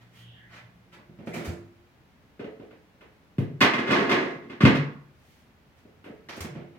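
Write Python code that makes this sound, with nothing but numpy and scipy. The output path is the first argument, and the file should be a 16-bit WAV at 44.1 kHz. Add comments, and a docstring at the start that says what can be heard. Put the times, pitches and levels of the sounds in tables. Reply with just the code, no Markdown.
"""A tiled kitchen, two metres from a refrigerator: clothes rustle over still air and the opening has a faint hum.
The gasket crackles as it peels off, and plastic bottles knock hollowly in the door rack.
A heavy glass dish is set on a shelf, scrapes in with a judder and bumps home; then the door swings shut.
Bursts of tiny rebounds drive resonances for the knocks, random slips make the scrape, shaped noise makes
the cloth, and low sines make booms and hums; a dense stereo echo places the nearer sounds in the room."""
import sys
import numpy as np
from scipy import signal
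from scipy.fft import rfft, irfft
from scipy.io import wavfile
from scipy.ndimage import uniform_filter1d

SR = 44100
rng = np.random.default_rng(int(sys.argv[2]) if len(sys.argv) > 2 else 0)


def bounce(signal):
    """Save signal as a 16-bit WAV file at the path given by the first command-line argument."""
    frames = np.transpose(np.atleast_2d(signal))
    limited = np.clip(frames, -1, 1)
    pcm = np.round(limited * 32767).astype(np.int16)
    wavfile.write(sys.argv[1], SR, pcm)


N = 298998
TIME = np.arange(N) / SR   # seconds
FILTER_HZ = np.linspace(0, SR / 2, 4097)   # pitches at which filter gains are given

# Spectrum of the still room air, relative: pitch_hz, level_db (per Hz)
AIR_SPECTRUM = [(15, -49), (25, -15), (77, -2), (110, -4), (215, -5), (378, -13), (582, -14.5), (945, -17),
                (1300, -19.5), (1410, -18.5), (2230, -20.5), (6210, -34.5), (8580, -40.5), (15500, -38)]
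AIR_LEVEL_DB = -59
# Faint hums, level before wavering: start_s, end_s, pitch_hz, level_db, fade_out_s
HUMS = [(0, .867, 118, -58.5, .08), (0, 0.98, 176, -65.5, .08), (.87, 1.78, 352.6, -59, .45)]

# Echo of the kitchen: pitch_hz, t60_s, echo_over_direct_db, left_right_likeness (0 to 1)
ROOM = [(60, 0.36, 4, 0.71), (138.3, 0.61, -7, 0.78), (277, 0.52, 7, 0.9), (595, 0.46, 18, .5),
        (1313, .53, 10, 0.057), (2900, 0.38, 10.5, 0.012), (6100, 0.35, 10, 0.018), (13800, 0.23, 15.5, 0)]
# Balance of the two channels: pitch_hz, left_over_right_db
STEREO_BALANCE = [(100, 0.5), (400, -2.5), (2400, -1), (7000, -4.5), (10000, 0.5), (13000, 11)]

# Colour of the rustling cloth, relative: pitch_hz, level_db
CLOTH_COLOUR = [(100, -18), (300, -5.5), (900, 0.5), (2000, 4), (3500, -7), (7000, -21), (14000, -34.5)]
# Broad swishes of cloth: middle_s, level_db, half_length_s, brightness_db_per_octave
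CLOTH_SWISHES = [(.01, -53.5, 0.015, 1.5), (0.179, -56, 0.094, 5.5), (0.549, -46, 0.076, 0),
                 (0.935, -46, 0.021, 1.5), (0.986, -51, .04, -9), (5.304, -65.5, 0.23, 8),
                 (5.78, -63.5, 0.032, 5.5)]
# Narrow squeaks of rubbed cloth and rubber: middle_s, level_db, half_length_s, pitch_hz
SQUEAKS = [(.28, -56, .2, 3077), (0.415, -57, .14, 1810), (1.335, -38, .018, 2150)]
SQUEAK_OCTAVES = 0.34   # width of a squeak's band

# Jolts of the cabinet (door opens, dish bumps home, door shuts): start_s, boom_db, drone_db, drone_hz
CABINET_JOLTS = [(1.473, -23, -48, 103), (4.635, -26, -26.5, 145.8), (6.404, -30.5, -39.5, 143.4)]
BOOM_HZ, BOOM_T60_S, BOOM_LENGTH_S = 86, 0.17, 0.11
DRONE_DELAY_S, DRONE_T60_S, DRONE_LENGTH_S = 0.1, 0.69, 0.26

HARDNESS_PIVOT_HZ = 684   # hardness and cloth brightness tilt a spectrum about this pitch

# Bottles knocking, level before RACK_GAIN_DB: start_s, level_db, hardness_db_per_octave, chatter_s
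RACK_CONTACTS = [(2.394, -32.5, -1.5, 0.015), (2.443, -34.5, -3, 0.0051), (2.596, -41.5, -4, 0.029),
                 (2.708, -47, 2.5, 0.016), (3.008, -44.5, 4, 0.011), (5.850, -53, -5, .022),
                 (6.041, -43, 6, 0.033), (6.060, -40.5, -2.5, 0.016), (6.098, -49, -8.5, 0.0081)]
# Strength of thump, knock, clack, tick and snap in a bottle knock: level_db
RACK_ZONES_DB = [-8, 0, -4.5, -90, -43]
# Borders of those five zones, lowest to highest: edge_hz
RACK_EDGES_HZ = [110, 270, 640, 2700, 5000, 14000]
# Resonances of bottles and rack: pitch_hz, level_db (over the broad response), t60_s
RACK_MODES = [(301, -8, 0.066), (437, 5.5, 0.091), (515, -8, 0.25), (1280, -9, 0.037)]
RACK_GAIN_DB = 24.0

# Door knocking, level before DOOR_GAIN_DB: start_s, level_db, hardness_db_per_octave, chatter_s
DOOR_CONTACTS = [(1.092, -62, -7.5, 0.0044), (1.187, -44, -2.5, 0.094), (1.272, -34.5, -1.2, 0.0022),
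                 (1.338, -31.5, 1.3, 0.027), (1.360, -33, 1, 0.048), (1.447, -34, 2, 0.021),
                 (1.480, -41, -4, 0.0174), (6.287, -37, 6.5, 0.0088), (6.325, -41.5, 6, .025),
                 (6.368, -38, 0.5, 0.017), (6.406, -38.5, 5.5, 0.0055), (6.446, -36, 1, 0.0074),
                 (6.548, -38.5, -2, 0.047), (6.748, -52, 0.5, 0.025)]
# Strength of thump, knock, clack, tick and snap in a door knock: level_db
DOOR_ZONES_DB = [0.5, -1, -6, -23.5, -47]
# Borders of those five zones, lowest to highest: edge_hz
DOOR_EDGES_HZ = [105, 200, 640, 2650, 5800, 14000]
# Resonances of the door: pitch_hz, level_db (over the broad response), t60_s
DOOR_MODES = [(174, -9, 0.81), (256.6, 6, 0.11), (343.4, 10, 0.41), (1400, -25, 0.15), (2218, 0, 0.23)]
# Rubber gasket lets go or sticks on, level before GASKET_GAIN_DB: start_s, level_db, crackle_s
GASKET_CRACKLES = [(1.26, -53, 0.082), (1.333, -41, 0.056), (1.445, -41.5, 0.042), (6.362, -48.5, 0.0074),
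                   (6.406, -37, 0.00057)]
# Colour of the gasket crackle, relative: pitch_hz, level_db
CRACKLE_COLOUR = [(1500, -2), (3500, 2), (5000, 2.5), (7000, 2.5), (10000, -3), (15000, -9)]
DOOR_GAIN_DB, GASKET_GAIN_DB = 28.5, 26.5

# Dish knocking on the shelf, level before DISH_GAIN_DB: start_s, level_db, hardness_db_per_octave, chatter_s
DISH_CONTACTS = [(3.606, -33, 8.5, 0.0074), (3.611, -15.5, 3.5, 0.011), (3.644, -20.5, -.5, 0.0042),
                 (3.736, -25, 0, 0.005), (3.783, -27, -1.5, 0.011), (3.872, -29.5, 0, 0.023),
                 (3.904, -18.5, 1, 0.047), (4.094, -28, 4, 0.0033), (4.113, -21, 1.5, .012),
                 (4.355, -58, -11.5, 0.016), (4.42, -49, -6.5, 0.06), (4.497, -39, -2.5, 0.027),
                 (4.605, -22.5, -0.1, 0.04), (4.652, -13.5, -3.16, 0.0043), (4.701, -30.5, -5.5, 0.0088),
                 (4.749, -33, 4.3, 0.0095)]
# Strength of thump, knock, clack, tick and snap in a dish knock: level_db
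DISH_ZONES_DB = [-14.5, -4.5, 2, -20, -41]
# Borders of those five zones, lowest to highest: edge_hz
DISH_EDGES_HZ = [105, 185, 500, 2850, 5500, 14000]
# Heavy bumps of the dish against the cabinet, level before DISH_GAIN_DB: start_s, level_db
DISH_BUMPS = [(3.383, -20), (3.624, -26), (4.635, -12.5)]
# Strength of thump, knock, clack, tick and snap in a heavy bump: level_db
BUMP_ZONES_DB = [1, -8.5, -20, -41.5, -38.5]
BUMP_CHATTER_S, REBOUND_S, REBOUND_LOSS_DB = 0.0033, 0.039, 11.5
# Resonances of the shelf: pitch_hz, level_db (over the broad response), t60_s
SHELF_MODES = [(141, -1.5, 0.72), (186.2, -7, 0.13), (233.4, 6, 0.11), (267.5, 5.5, 0.22), (352.5, 6, 0.25),
               (412.8, 0.5, 0.27), (673, 3, 0.22), (920, -4, 0.25), (1100, 4.5, 0.076), (1199, 2.5, .13),
               (1560, -4.5, .22), (1700, 3, 0.053), (1905, 0, 0.044), (2100, 0, 0.037), (2515, 0.5, 0.17),
               (3363, -7, 0.035)]
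DISH_GAIN_DB = 27.0
# Shoves of the dish along the shelf, level before the shelf rings: start_s, friction_db, hold_s
SHOVES = [(3.783, -35.5, 0.093), (3.844, -25.5, 0.11), (4.062, -25.5, 0.048)]
SHOVE_ATTACK_S, SHOVE_EASE_DB_PER_S, DISH_RESTS_AT_S = 0.049, 103, 4.39
# Colour of the scrape before the shelf rings, relative: pitch_hz, level_db
SCRAPE_COLOUR = [(60, -24), (150, -0.5), (250, -1), (430, 7), (600, 0), (1100, -5), (2100, -5),
                 (3400, -15.5), (6000, -28.5), (10000, -45.5), (15000, -55)]
SLIPS_PER_S = 260   # average

PEAK_LIMIT, CUTOFF_HZ = 0.8, 15900   # microphone: full scale is 1


def amp(db):
    """Decibels to gain."""
    return 10 ** (np.asarray(db) / 20)


def unit(x):
    """Scale to an energy of one."""
    return x / np.sqrt(np.sum(x ** 2) + 1e-20)


def add(track, s, sound):
    """Mix a sound in at a time."""
    start = max(0, round(s * SR))
    track[start:start + len(sound)] += sound[:N - start]


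def at_hz(rows, hz):
    """Read every column of a table on a log-frequency axis."""
    known, *columns = np.transpose(rows)
    log_hz = np.log(np.maximum(hz, 1))
    return [np.interp(log_hz, np.log(known), column) for column in columns]


def causal(x, gain):
    """Minimum-phase filter with the given gain at FILTER_HZ: nothing sounds before its cause."""
    cepstrum = irfft(np.log(gain + 1e-7))
    half = len(gain) - 1
    # Fold the cepstrum forward in time
    cepstrum[1:half] *= 2
    cepstrum[half + 1:] = 0
    impulse = irfft(np.exp(rfft(cepstrum)))
    return signal.fftconvolve(x, impulse)[:len(x)]


def coloured(x, spectrum):
    """Give a sound a spectrum; white noise keeps its power."""
    gain = unit(amp(at_hz(spectrum, FILTER_HZ)[0]))
    return causal(x, np.sqrt(len(FILTER_HZ)) * gain)


def band_power(low, high):
    """Power spectrum of a band with sloping skirts; mean one."""
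    hz = FILTER_HZ + 1
    distance = (hz * hz - low * high) / (hz * (high - low))
    power = 1 / (1 + distance ** 6)
    return power / power.mean()


def evened(x):
    """Keep the timing of a sound but spread its energy evenly over pitch."""
    size = x.shape[-1]
    phase = np.angle(rfft(x, 2 * size))
    return irfft(np.exp(1j * phase))[..., :size]


def two_ears(size, spectrum):
    """Stereo noise that is alike in the bass and unrelated in the treble, as in any diffuse field."""
    hz = np.arange(size // 2 + 1) * SR / size
    alike = np.clip(at_hz(ROOM, hz)[2], -1, 1)
    mid, side = np.exp(2j * np.pi * rng.random((2, len(hz))))
    both = np.sqrt(1 + alike) * mid + np.sqrt(1 - alike) * side * [[1], [-1]]
    noise = irfft(both * amp(at_hz(spectrum, hz)[0]), size)
    return np.sqrt(2 * size) * unit(noise)


def background(rise_s=0.017, waver_db=5.0):
    """Still room air as diffuse noise, and faint sine hums of wavering level that come and go."""
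    out = amp(AIR_LEVEL_DB) * two_ears(N, AIR_SPECTRUM)
    for start, end, hz, level_db, fade_s in HUMS:
        # Half open at the start and end times
        gate = np.clip(np.minimum((TIME - start) / rise_s, (end - TIME) / fade_s) + 0.5, 0, 1)
        # A new random level 20 times a second, joined by straight lines
        waver = np.interp(TIME * 20, np.arange(140), rng.standard_normal(140))
        tone = np.sqrt(2) * np.sin(2 * np.pi * hz * TIME)
        out = out + amp(level_db + waver_db * waver) * gate * tone
    return out


def diffuse_noise(count=4, mixing_s=0.098):
    """Early reflections that favour no single pitch, then the plain noise of the late echo."""
    noise = late = two_ears(SR, [(1, 0)])
    fade = amp(-60 * TIME[:SR] / at_hz(ROOM, 1500)[0])
    # Even out pitch and loudness in turn
    for _ in range(count):
        echo = evened(noise * fade)
        noise = echo / np.sqrt(np.abs(uniform_filter1d(echo ** 2, size=1500)) + 1e-18)
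    early = np.exp(-(TIME[:SR] / mixing_s) ** 2)
    return early * noise + (1 - early) * late


def kitchen(x, build_s=0.00066, lag_s=0.0001):
    """Direct sound, a little later on the right, plus a dense echo off the tiles that dies soonest at the top."""
    t, hz = TIME[:SR], np.arange(SR // 2 + 1)
    noise = rfft(diffuse_noise())
    direct = np.exp(-2j * np.pi * hz * lag_s * np.array([[0], [1]]))
    edges = np.r_[0, np.geomspace(100, 16000, 16), SR]
    echo = 0
    for low, high in zip(edges, edges[1:]):
        inside = (hz >= low) & (hz < high)
        t60, echo_db, _ = at_hz(ROOM, (low + high) / 2)
        tail = irfft(noise * inside) * amp(-60 * t / t60) * (1 - np.exp(-t / build_s))
        echo = echo + amp(echo_db) * np.sqrt(2 * inside.mean()) * unit(tail)
    # Scale down by the combined power of direct sound and echo
    total = (rfft(echo) + direct) / np.sqrt(1 + amp(at_hz(ROOM, hz)[1]) ** 2)
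    balance = amp(at_hz(STEREO_BALANCE, hz)[0] * np.array([[0.5], [-0.5]]))
    response = irfft(total * balance)
    return signal.fftconvolve(x[None], response[:, :-SR // 10], axes=1)[:, :N]


def brushes():
    """Soft swells of rubbing noise: broad where cloth swishes, narrow where a surface squeaks."""
    octaves = np.log2((FILTER_HZ + 1) / HARDNESS_PIVOT_HZ)
    cloth_db = at_hz(CLOTH_COLOUR, FILTER_HZ)[0]
    half = 2 ** (SQUEAK_OCTAVES / 2)
    rubs = []
    for s, level_db, length_s, tilt in CLOTH_SWISHES:
        rubs.append((s, level_db, length_s, amp(cloth_db + tilt * np.maximum(octaves, -2))))
    for s, level_db, length_s, hz in SQUEAKS:
        rubs.append((s, level_db, length_s, np.sqrt(band_power(hz / half, hz * half))))
    out = np.zeros(N)
    for s, level_db, length_s, colour in rubs:
        size = int(2 * length_s * SR)
        noise = rng.standard_normal(SR)[:size]
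        rub = causal(noise, np.sqrt(len(colour)) * unit(colour))
        add(out, s - length_s, amp(level_db) * rub * np.hanning(len(rub)))
    return out


def low_tone(hz, t60, length_s, swell_s=0.0167, cut_s=0.012):
    """A low, slowly fading tone with a soft start, cut short after a set length."""
    t = TIME[:SR // 2]
    gate = np.clip(t / swell_s, 0, 1) * np.clip((length_s - t) / cut_s + 1, 0, 1)
    return np.sqrt(2) * gate * amp(-60 * t / t60) * np.sin(2 * np.pi * hz * t)


def booms():
    """Each jolt gives a short deep boom, then a panel drones on a little higher."""
    out = np.zeros(N)
    for s, boom_db, drone_db, drone_hz in CABINET_JOLTS:
        add(out, s, amp(boom_db) * low_tone(BOOM_HZ, BOOM_T60_S, BOOM_LENGTH_S))
        add(out, s + DRONE_DELAY_S, amp(drone_db) * low_tone(drone_hz, DRONE_T60_S, DRONE_LENGTH_S))
    return out


def chatter(length_s, first=0.85, per_s=2500):
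    """Force of one contact: a first touch, weaker in long contacts, then tiny rebounds that die away."""
    t = TIME[:SR // 4]
    fade = np.exp(-t / max(length_s, 1e-3))
    rebounds = rng.standard_normal(len(t)) * (rng.random(len(t)) < per_s / SR)
    force = unit(rebounds * fade)
    force[0] += first * np.exp(-length_s / 0.0071)
    return unit(evened(force) * fade ** 0.25)


def contacts(rows, edges_hz, zones_db):
    """Each contact drives the object from deep thump to surface snap; the harder it is, the brighter."""
    out = np.zeros(N)
    zones = list(zip(edges_hz, edges_hz[1:]))
    bands = [band_power(low, high) for low, high in zones]
    centres_hz = np.sqrt(np.prod(zones, axis=1))
    octaves = np.log2(centres_hz / HARDNESS_PIVOT_HZ)
    for s, level_db, hardness, length_s in rows:
        levels = amp(level_db + np.array(zones_db) + hardness * octaves)
        gain = np.sqrt(levels ** 2 @ bands)
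        add(out, s, causal(chatter(length_s), gain))
    return out


def body(force, modes):
    """A broad response with the object's resonances standing out of it."""
    out = force.copy()
    for hz, level_db, t60 in modes:
        r = amp(-60 / (t60 * SR))   # decay per sample
        zeros = np.array([1, 0, -1]) * (1 - r * r) / 2
        poles = [1, -2 * r * np.cos(2 * np.pi * hz / SR), r * r]
        out += amp(level_db) * signal.lfilter(zeros, poles, force + 1e-18)
    return out


def bottles():
    """Plastic bottles jostle hollowly in the rack as the door swings: knocks ring its low resonances."""
    knocks = contacts(RACK_CONTACTS, RACK_EDGES_HZ, RACK_ZONES_DB)
    return amp(RACK_GAIN_DB) * body(knocks, RACK_MODES)


def door():
    """The door knocks against its frame and rings; the gasket crackles in bursts of tiny releases."""
    crackle = np.zeros(N)
    for s, level_db, length_s in GASKET_CRACKLES:
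        add(crackle, s, amp(level_db) * chatter(length_s, per_s=2100))
    knocks = contacts(DOOR_CONTACTS, DOOR_EDGES_HZ, DOOR_ZONES_DB)
    gasket = amp(GASKET_GAIN_DB) * coloured(crackle, CRACKLE_COLOUR)
    return amp(DOOR_GAIN_DB) * body(knocks, DOOR_MODES) + gasket


def bumps():
    """The weight of the dish meets the cabinet and rebounds once, more weakly."""
    first = [(s, db, 0, BUMP_CHATTER_S) for s, db in DISH_BUMPS]
    again = [(s + REBOUND_S, db - REBOUND_LOSS_DB, 0, BUMP_CHATTER_S) for s, db in DISH_BUMPS]
    return contacts(first + again, DISH_EDGES_HZ, BUMP_ZONES_DB)


def shoves():
    """Friction under the dish: each shove builds up, holds and eases off, until the dish comes to rest."""
    push = np.zeros(N)
    for s, level_db, hold_s in SHOVES:
        t = TIME - s
        easing_db = SHOVE_EASE_DB_PER_S * np.maximum(t - SHOVE_ATTACK_S - hold_s, 0)
        shove = np.clip(t / SHOVE_ATTACK_S, 0, 1) * amp(level_db - easing_db)
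        push = np.maximum(push, shove)
    return push * np.clip((DISH_RESTS_AT_S - TIME) / SHOVE_ATTACK_S, 0, 1)


def dish(size_spread_db=5.5, grit_db=-3):
    """Knocks and the uneven stick-slip of the sliding glass ring the same shelf."""
    slip_times = rng.random(N) < SLIPS_PER_S / SR
    slip_sizes = amp(size_spread_db * rng.standard_normal(N))
    slips = slip_times * slip_sizes * rng.choice([-1, 1], N)
    grit = amp(grit_db) * unit(rng.standard_normal(N))
    friction = np.sqrt(N) * unit(unit(slips) + grit)
    scrape = coloured(friction * shoves(), SCRAPE_COLOUR)
    knocks = contacts(DISH_CONTACTS, DISH_EDGES_HZ, DISH_ZONES_DB) + bumps()
    return body(scrape + amp(DISH_GAIN_DB) * knocks, SHELF_MODES)


def scene():
    """Door and shelf each have their own echo paths; low booms and hums fill the kitchen evenly."""
    door_side = kitchen(door() + brushes())
    shelf_side = kitchen(dish() + bottles())
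    return door_side + shelf_side + booms() + background()


def record(dry):
    """The microphone loses the deep bass, the highest peaks are rounded and the top is cut."""
    thin = signal.sosfilt(signal.butter(2, 30, "high", fs=SR, output="sos"), dry)
    rounded = thin / (1 + (thin / PEAK_LIMIT) ** 4) ** 0.25
    return signal.sosfilt(signal.ellip(10, 0.1, 90, CUTOFF_HZ, fs=SR, output="sos"), rounded)


dry = scene()
out = record(dry)
bounce(out)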